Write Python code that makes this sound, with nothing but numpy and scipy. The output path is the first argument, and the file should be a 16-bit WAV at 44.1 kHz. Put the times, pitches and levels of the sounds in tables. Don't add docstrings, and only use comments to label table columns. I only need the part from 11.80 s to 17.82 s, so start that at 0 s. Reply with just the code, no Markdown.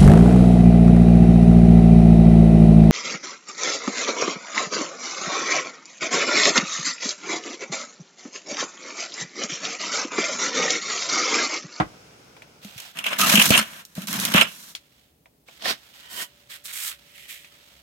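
import sys
import numpy as np
from scipy import signal
from scipy.fft import rfft, irfft, next_fast_len
from scipy.io import wavfile

SR = 44100
rng = np.random.default_rng(int(sys.argv[2]) if len(sys.argv) > 2 else 0)


def bounce(signal):
    frames = np.transpose(np.atleast_2d(signal))
    limited = np.clip(frames, -1, 1)
    pcm = np.round(limited * 32767).astype(np.int16)
    wavfile.write(sys.argv[1], SR, pcm)


N = 265658
TIME_S = np.arange(N) / SR
FFT_SIZE = 2 * next_fast_len(N // 2 + SR // 2)
FREQ_HZ = np.maximum(np.arange(FFT_SIZE // 2 + 1) * SR / FFT_SIZE, 1)

# frequency in Hz, relative level in dB.
AIR_SPECTRUM = [(18, -42.5), (30, -11), (42, -15.5), (64, 0.5), (95, -14.5), (131, -4), (161, -6.5),
                (311, -10), (584, -15.5), (1280, -29), (2980, -28.5), (6380, -30.5), (16000, -27.5)]
SLEEVE_SPECTRUM = [(410, -14), (700, -5.5), (1120, -10), (1330, -4.5), (1460, -6), (3410, -2), (5190, -8),
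                   (8100, -10), (10300, -17), (12300, -12.5), (16000, -18.5)]
RAG_SPECTRUM = [(500, -24), (900, -18.5), (1400, -7.5), (2000, -3.5), (3000, -5.5), (3800, -4),
                (5000, -12.5), (7000, -19.5)]
SOLE_SPECTRUM = [(80, -19), (210, -1), (430, -4), (700, -2), (870, -7.5), (1000, -3), (1500, -4.5),
                 (1850, -0.5), (2400, -3), (3100, -2), (3600, -0.5), (4400, -1), (5400, -3.5),
                 (7000, -15.5)]
GRIT_SPECTRUM = [(2500, -19.5), (5000, -6.5), (8000, 1.5), (10500, -4), (12500, -1), (16000, -9.5)]
BUCKET_SPECTRUM = [(29, -44.5), (50, -16), (193, -4), (249, -26), (306, 1.5), (376, -15.5), (715, -10.5),
                   (802, -14), (941, -14.5), (1630, -17), (1790, -24.5), (1960, -19.5), (2640, -27.5),
                   (12000, -59.5), (15600, -90), (22000, -120)]
WASH_SPECTRUM = [(29, -44.5), (50, -15.5), (133, -3.5), (380, -10.5), (428, -6.5), (1140, -18),
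                 (1480, -13.5), (1790, -22), (2220, -17), (4230, -23.5), (5380, -19.5), (15000, -40.5)]
RUB_SPECTRUM = [(300, -10.5), (400, -10.5), (540, -4), (680, -1), (790, -7.5), (1000, -1.5), (1270, -1.5),
                (1420, -1), (1600, 0.5), (2000, -2.5), (3500, -4.5), (4500, -19)]
FIZZ_SPECTRUM = [(2500, -9.5), (4000, 2.5), (4700, -2.5), (5700, 1.5), (7100, 1), (8200, -2), (9500, -1),
                 (10500, -4), (12500, 0.5), (16000, -11.5)]
# frequency in Hz, width in Hz, gain in dB.
SOLE_MODES = [(974, 33, -4), (1504, 45, -3.5), (1880, 74, -2.5), (3050, 160, -2)]
CASE_MODES = [(201, 83, 2), (204, 88.4, 1.5)]
PORT_MODES = [(2495, 645, 1.5), (3130, 560, 2)]
# frequency in Hz, left-right correlation.
MIC_CORRELATION = [(200, 0.96), (600, 0.32), (1000, -.25), (2500, 0), (4500, -0.059), (6000, 0.00017),
                   (7300, .8), (15000, 0.78)]
# frequency in Hz, left minus right in dB.
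FLOOR_BALANCE = [(60, -6), (130, 0.5), (290, -2.5), (640, -1.5), (1410, 0), (3100, -7), (6820, -1),
                 (15000, -12)]
CASE_BALANCE = [(60, 0), (120, -11), (240, -0.5), (480, -2), (950, 5.5), (1890, 0.5), (3770, -4), (7520, 0),
                (15000, -8)]

# time in seconds, level in dB.
HUM_LEVELS = [(0, -78), (3.4, -84), (4.3, -73), (4.7, -67.5), (6.02, -71)]
# start and length in seconds, level in dB.
ARM_MOVES = [(.8, 0.2, -49), (.955, 0.089, -42), (2.96, 0.29, -64), (3.65, 0.54, -56), (4.11, 0.14, -50.5),
             (4.45, 0.46, -60.5), (5.16, 0.53, -58.5), (5.69, 0.3, -56.5)]
# start and length in seconds, cloth and dust levels in dB.
RAG_DRAGS = [(4.683, 0.071, -43.5, -46.5), (4.832, 0.038, -46, -38), (4.862, 0.051, -42.5, -43.5),
             (4.912, 0.18, -39, -34), (5.095, 0.026, -39.5, -50), (5.47, 0.059, -48, -50.5)]
# start and length in seconds, level in dB.
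RAG_SQUEEZES = [(5.21, 0.13, -61), (5.315, 0.1, -51), (5.46, 0.039, -42.5)]
# time in seconds, relative level in dB, pitch in Hz, knock in dB.
FLOOR_TAPS = [(0.5663, -33, 2340, -49.5), (0.621, -29, 2330, -46.5), (2.9509, -15.5, 3350, -67),
              (3.458, -41, 2330, -52), (3.6852, -32.5, 2330, -46), (3.8225, -24, 3460, -38.5),
              (3.8562, -14, 1830, -26), (4.404, -20.5, 1900, -55), (4.8557, -23, 4000, -73),
              (5.382, -35, 2180, -85), (5.455, -35, 3080, -77), (5.6462, -30, 2480, -74)]
# start and length in seconds, sole, grit and ring levels in dB.
SHOE_SCUFFS = [(3.775, 0.0497, -45, -62, -60), (3.812, .1, -27.5, -39.5, -42), (4.18, 0.12, -61, -76, -55),
               (4.268, 0.16, -43, -40.5, -42.5)]
# time in seconds, relative level in dB, pitch in Hz, T60 in seconds.
FINGER_BUMPS = [(0.847, -36, 200, 0.097), (0.957, -42, 120, 0.071), (1.537, -12, 207, 0.085),
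                (1.579, -17, 209, 0.091), (1.704, -2, 137, 0.018), (1.777, -26, 212, 0.071),
                (2.177, -23.5, 188.5, 0.099), (2.546, -5.5, 198, 0.037)]
# centre and half length in seconds, pitch in Hz, relative level in dB.
GLOVE_SQUEAKS = [(1.256, 0.028, 2720, -38), (1.424, .03, 1265, -27), (1.439, .03, 2730, -28),
                 (1.585, .025, 7270, -39), (1.62, .012, 9500, -28.5), (1.781, .012, 9450, -26.5)]
# time in seconds, relative crack and ring levels in dB, left minus right in dB.
GLOVE_CATCHES = [(0.8473, -31, -48, 6), (0.979, -28, -39.5, -8), (1.0012, -25.5, -41, -6.5),
                 (1.171, -30, -32, -6), (1.1879, -22, -25, -5), (1.241, -23.5, -22.5, -4.5),
                 (1.265, -19, -17.5, -4.5), (1.33, -30.5, -21.5, 0), (1.3878, -12, -33.5, -2),
                 (1.4132, -5.5, -18, -1.5), (1.498, -5, -17.5, -6), (1.5546, -4, -11, 4),
                 (1.6157, -9, -8, -7), (1.623, -5, -23, 3), (1.6563, -6, -24.5, -1),
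                 (1.705, -3.5, -14.5, -3), (1.7768, -8.5, -15, 4.5), (2.0512, -31, -68, 0),
                 (2.1522, -29, -50.5, 5), (2.2194, -28, -39, 1), (2.2715, -20.5, -38.5, -3),
                 (2.3283, -15.5, -36.5, 1.5), (2.3409, -23, -33, 0), (2.3993, -12.5, -42.5, -5.5),
                 (2.4512, -7.5, -27.5, -1), (2.539, -11, -19, -0.5), (2.5618, -11.5, -17, -2.5),
                 (2.5805, -15.5, -14.5, 1), (2.6113, -7.5, -10, -16)]
# start and length in seconds, rub, fizz and boom levels in dB.
GLOVE_SLIDES = [(1.14, 0.075, -42, -51.5, -48), (1.238, 0.18, -34.5, -44, -44.5),
                (1.372, 0.29, -25.5, -24, -31.5), (1.64, .06, -34, -23.5, -26.5),
                (1.698, 0.093, -21, -25, -28), (1.83, 0.18, -46.5, -48.5, -54),
                (2.04, 0.13, -65, -61.5, -65), (2.145, 0.097, -46, -45.5, -41.5),
                (2.263, 0.067, -36.5, -32, -36), (2.312, .21, -34.5, -34.5, -33.5),
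                (2.526, 0.094, -22, -32.5, -29.5), (2.65, .26, -54.5, -46, -60.5)]
# start and length in seconds, rasp level in dB.
PORT_PASSES = [(1.254, 0.0057, -25.5), (1.545, 0.051, -18.5), (1.712, 0.04, -17), (2.535, 0.065, -26.5)]


def amp(db):
    return 10 ** (np.asarray(db) / 20)


def pan(balance_db):
    return amp(balance_db * [[.5], [-.5]])


def at_hz(points):
    hz, value = np.transpose(points)
    return np.interp(np.log(FREQ_HZ), np.log(hz), value)


def shape(points):
    skirts = np.minimum(FREQ_HZ / points[0][0], 1) * np.minimum(points[-1][0] / FREQ_HZ, 1)
    cepstrum = irfft(np.log(amp(at_hz(points)) * skirts ** 2 + 1e-5))
    cepstrum[1:FFT_SIZE // 2] *= 2
    cepstrum[FFT_SIZE // 2 + 1:] = 0
    return np.exp(rfft(cepstrum))


def resonances(modes):
    return sum((-1) ** k * amp(db) / (1 + 1j * (FREQ_HZ ** 2 - hz ** 2) / (FREQ_HZ * width_hz))
               for k, (hz, width_hz, db) in enumerate(modes))


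def drift(rate_hz):
    slow = irfft(rfft(rng.standard_normal(FFT_SIZE)) / (1 + (FREQ_HZ / rate_hz) ** 2))[:N]
    return slow / slow.std()


def grains(per_s, spread_db, life_s):
    onsets = rng.random(N) < per_s / SR
    sizes = amp(spread_db * np.minimum(rng.exponential(1, N), 4))
    energy = signal.lfilter([1], [1, -np.exp(-1 / (life_s * SR))], onsets * sizes ** 2 + 1e-18)
    return np.sqrt(energy / energy.mean())


def bursts(times_s, levels_db, t60_s):
    energy = np.zeros(N)
    energy[np.round(np.asarray(times_s) * SR).astype(int)] = amp(levels_db) ** 2
    return np.sqrt(signal.lfilter([1], [1, -amp(-120 / (t60_s * SR))], energy + 1e-18))


def strokes(rows, attack_s, slope_db_per_s, release_db_per_s):
    gains = 0
    for start_s, length_s, *levels_db in rows:
        age_s = np.maximum(TIME_S - start_s, 0)
        hold_db = slope_db_per_s * (np.minimum(age_s, length_s) - length_s / 2)
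        release_db = release_db_per_s * np.maximum(age_s - length_s, 0)
        swell = np.minimum(age_s / attack_s, 1) ** 2 * amp(np.maximum(hold_db - release_db, -120))
        gains = np.maximum(gains, amp(levels_db)[:, None] * swell)
    return gains


def excite(envelope, response, balance=None):
    mid, side = rfft(envelope * rng.standard_normal((2, N)), FFT_SIZE)
    correlation = np.clip(at_hz(MIC_CORRELATION), -.9, .99)
    pair = mid + side * np.sqrt((1 - correlation) / (1 + correlation)) * [[1], [-1]]
    if balance is not None:
        pair = pair * pan(at_hz(balance))
    return irfft(pair * response / np.sqrt(np.mean(np.abs(response) ** 2)))[:, :N]


def room_tail(sound, t60_s, cutoff_hz):
    age_s = TIME_S[:SR // 2]
    tail = rng.standard_normal((2, len(age_s))) * amp(-60 * age_s / t60_s) * (age_s > .005)
    tail = signal.lfilter(*signal.butter(1, cutoff_hz, fs=SR), tail)
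    return signal.fftconvolve(sound, tail / np.sqrt(np.sum(tail ** 2) / 2), axes=1)[:, :N]


def air_and_motor():
    pitch_hz = 576 + 2.7 * drift(rate_hz=17)
    hum_db = np.interp(TIME_S, *np.transpose(HUM_LEVELS))
    hum = amp(hum_db) * np.sqrt(2) * np.sin(2 * np.pi * np.cumsum(pitch_hz) / SR)
    return excite(amp(-63), shape(AIR_SPECTRUM)) + hum


def sleeve():
    motion = strokes(ARM_MOVES, attack_s=.031, slope_db_per_s=-1.5, release_db_per_s=138.5)
    rustle = grains(per_s=1200, spread_db=-3.5, life_s=.0028)
    return excite(motion * rustle, shape(SLEEVE_SPECTRUM), FLOOR_BALANCE)


def rag():
    sweep, dust = strokes(RAG_DRAGS, attack_s=.021, slope_db_per_s=31, release_db_per_s=444)
    squeeze = strokes(RAG_SQUEEZES, attack_s=.042, slope_db_per_s=50.5, release_db_per_s=106)
    weave = grains(per_s=3500, spread_db=2.5, life_s=.0012)
    cloth = excite(sweep * weave, shape(RAG_SPECTRUM), FLOOR_BALANCE)
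    fold_response = shape([(1300, -30), (1900, -1.5), (3300, -4), (5000, -15.5)])
    folds = excite(squeeze * weave, fold_response, FLOOR_BALANCE)
    hiss = excite((dust + amp(-4) * squeeze) * weave, shape(GRIT_SPECTRUM), FLOOR_BALANCE)
    return cloth + folds + hiss


def floor_taps():
    taps = np.zeros((2, N))
    age_s = TIME_S[:SR // 8]
    snap_envelope = np.exp(-age_s / .00035) + amp(-.5) * np.exp(-age_s / .013)
    for time_s, db, hz, _ in FLOOR_TAPS:
        noise = rng.standard_normal((2, len(age_s))) * snap_envelope
        snap = signal.lfilter(*signal.iirpeak(hz, Q=1.6, fs=SR), noise)
        ring = np.exp(-np.minimum(age_s * hz / 5, 20)) * np.sin(2 * np.pi * hz * age_s)
        start = round(time_s * SR)
        taps[:, start:start + len(age_s)] += amp(db - 4) * (snap + ring)
    times_s, _, _, knock_db = np.transpose(FLOOR_TAPS)
    floor_response = shape([(400, -16), (650, 3), (1300, -11.5)])
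    return taps + excite(bursts(times_s, knock_db, t60_s=.071), floor_response)


def shoe():
    sole, grit, ring = strokes(SHOE_SCUFFS, attack_s=.044, slope_db_per_s=89, release_db_per_s=594)
    crunch = grains(per_s=2500, spread_db=-.5, life_s=.0022)
    return (excite(sole * crunch, shape(SOLE_SPECTRUM), FLOOR_BALANCE)
            + excite(grit * crunch, shape(GRIT_SPECTRUM), FLOOR_BALANCE)
            + excite(ring * crunch, resonances(SOLE_MODES), FLOOR_BALANCE))


def bucket(knock_db=-12, t60_s=.11, wash_db=-52, wash_s=.78):
    knock = excite(amp(knock_db - 60 * np.minimum(TIME_S / t60_s, 2)), shape(BUCKET_SPECTRUM))
    wash = strokes([(.0058, wash_s, wash_db)], attack_s=.005, slope_db_per_s=-7, release_db_per_s=29)
    return knock + excite(wash, shape(WASH_SPECTRUM))


def finger_bumps():
    swing = np.zeros(N)
    for time_s, db, hz, t60_s in FINGER_BUMPS:
        age_s = np.clip(TIME_S - time_s, 0, 1)
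        onset = 1 - np.exp(-(age_s / .0045) ** 2)
        swing += amp(db + 9 - 60 * age_s / t60_s) * onset * np.sin(2 * np.pi * hz * age_s)
    times_s, levels_db, _, _ = np.transpose(FINGER_BUMPS)
    pat_response = shape([(60, -20.5), (200, 10.5), (400, -7.5), (650, 1.5), (1000, -25)])
    return swing + excite(bursts(times_s, levels_db - 5.5, t60_s=.048), pat_response)


def glove_squeaks():
    squeaks = np.zeros(N)
    for centre_s, half_s, hz, db in GLOVE_SQUEAKS:
        swell = np.exp(-np.minimum(((TIME_S - centre_s) / half_s) ** 4, 20))
        flutter = drift(rate_hz=30 + hz / 50)
        squeaks += amp(db + 7.5) * swell * flutter * np.sin(2 * np.pi * hz * TIME_S)
    return squeaks


def glove_chirps(count=16, low_hz=949, high_hz=9800):
    pitches_hz = np.geomspace(low_hz, high_hz, count) * rng.uniform(.96, 1.04, count)
    tones = sum(grains(per_s=8, spread_db=1, life_s=.008) * np.sin(2 * np.pi * hz * TIME_S)
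                for hz in pitches_hz)
    return tones * drift(rate_hz=72) * np.sqrt(2 / count)


def glove_catches():
    times_s, crack_db, ring_db, balance_db = np.transpose(GLOVE_CATCHES)
    snap = bursts(times_s, crack_db - 10.5, t60_s=.0084)
    tail = bursts(times_s, crack_db - 12, t60_s=.067)
    crack = excite(snap + tail, shape(FIZZ_SPECTRUM), CASE_BALANCE)
    ports = excite(bursts(times_s, ring_db, t60_s=.051), resonances(PORT_MODES))
    shell = excite(bursts(times_s, ring_db - 10, t60_s=.036), shape(RUB_SPECTRUM))
    latest_catch = np.maximum(np.searchsorted(times_s, TIME_S + .002) - 1, 0)
    return crack + (ports + shell) * pan(balance_db[latest_catch])


def glove_rub(full_stick_db=-35):
    press, brush, sway = strokes(GLOVE_SLIDES, attack_s=.021, slope_db_per_s=-8.5, release_db_per_s=400.5)
    over_ports = strokes(PORT_PASSES, attack_s=.024, slope_db_per_s=13.5, release_db_per_s=449)
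    stick = np.clip(press / amp(full_stick_db), .4, 1)
    slips = (grains(per_s=500, spread_db=1, life_s=.0056) * amp(2.5 * drift(rate_hz=44))) ** stick
    rub = excite(press * slips, shape(RUB_SPECTRUM), CASE_BALANCE)
    rasp = excite((amp(-8.5) * press + over_ports) * slips, resonances(PORT_MODES), CASE_BALANCE)
    fibres = grains(per_s=6000, spread_db=2.5, life_s=.0008) ** stick
    snags = amp(-10) * grains(per_s=90, spread_db=5, life_s=.007) ** stick
    fizz = excite(brush * np.hypot(slips * fibres, snags), shape(FIZZ_SPECTRUM), CASE_BALANCE)
    boom = excite(sway, resonances(CASE_MODES))
    chirps = amp(-4.5) * press * stick * glove_chirps()
    return rub + rasp + fizz + boom + chirps


def scene():
    near = glove_rub() + glove_catches() + finger_bumps() + glove_squeaks()
    far = floor_taps() + shoe() + rag() + sleeve() + bucket()
    room = room_tail(amp(-22.5) * near + amp(-26.5) * far, t60_s=.3, cutoff_hz=5060)
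    return near + far + room + air_and_motor()


def record(dry):
    low_cut_hz, high_cut_hz = 42, 16200
    heard = signal.sosfilt(signal.butter(2, low_cut_hz, "high", fs=SR, output="sos"), dry)
    rounded = 1.027 * np.tanh(heard / 1.177)
    return signal.sosfilt(signal.ellip(10, .1, 70, high_cut_hz, fs=SR, output="sos"), rounded)


dry = scene()
out = record(dry)
bounce(out)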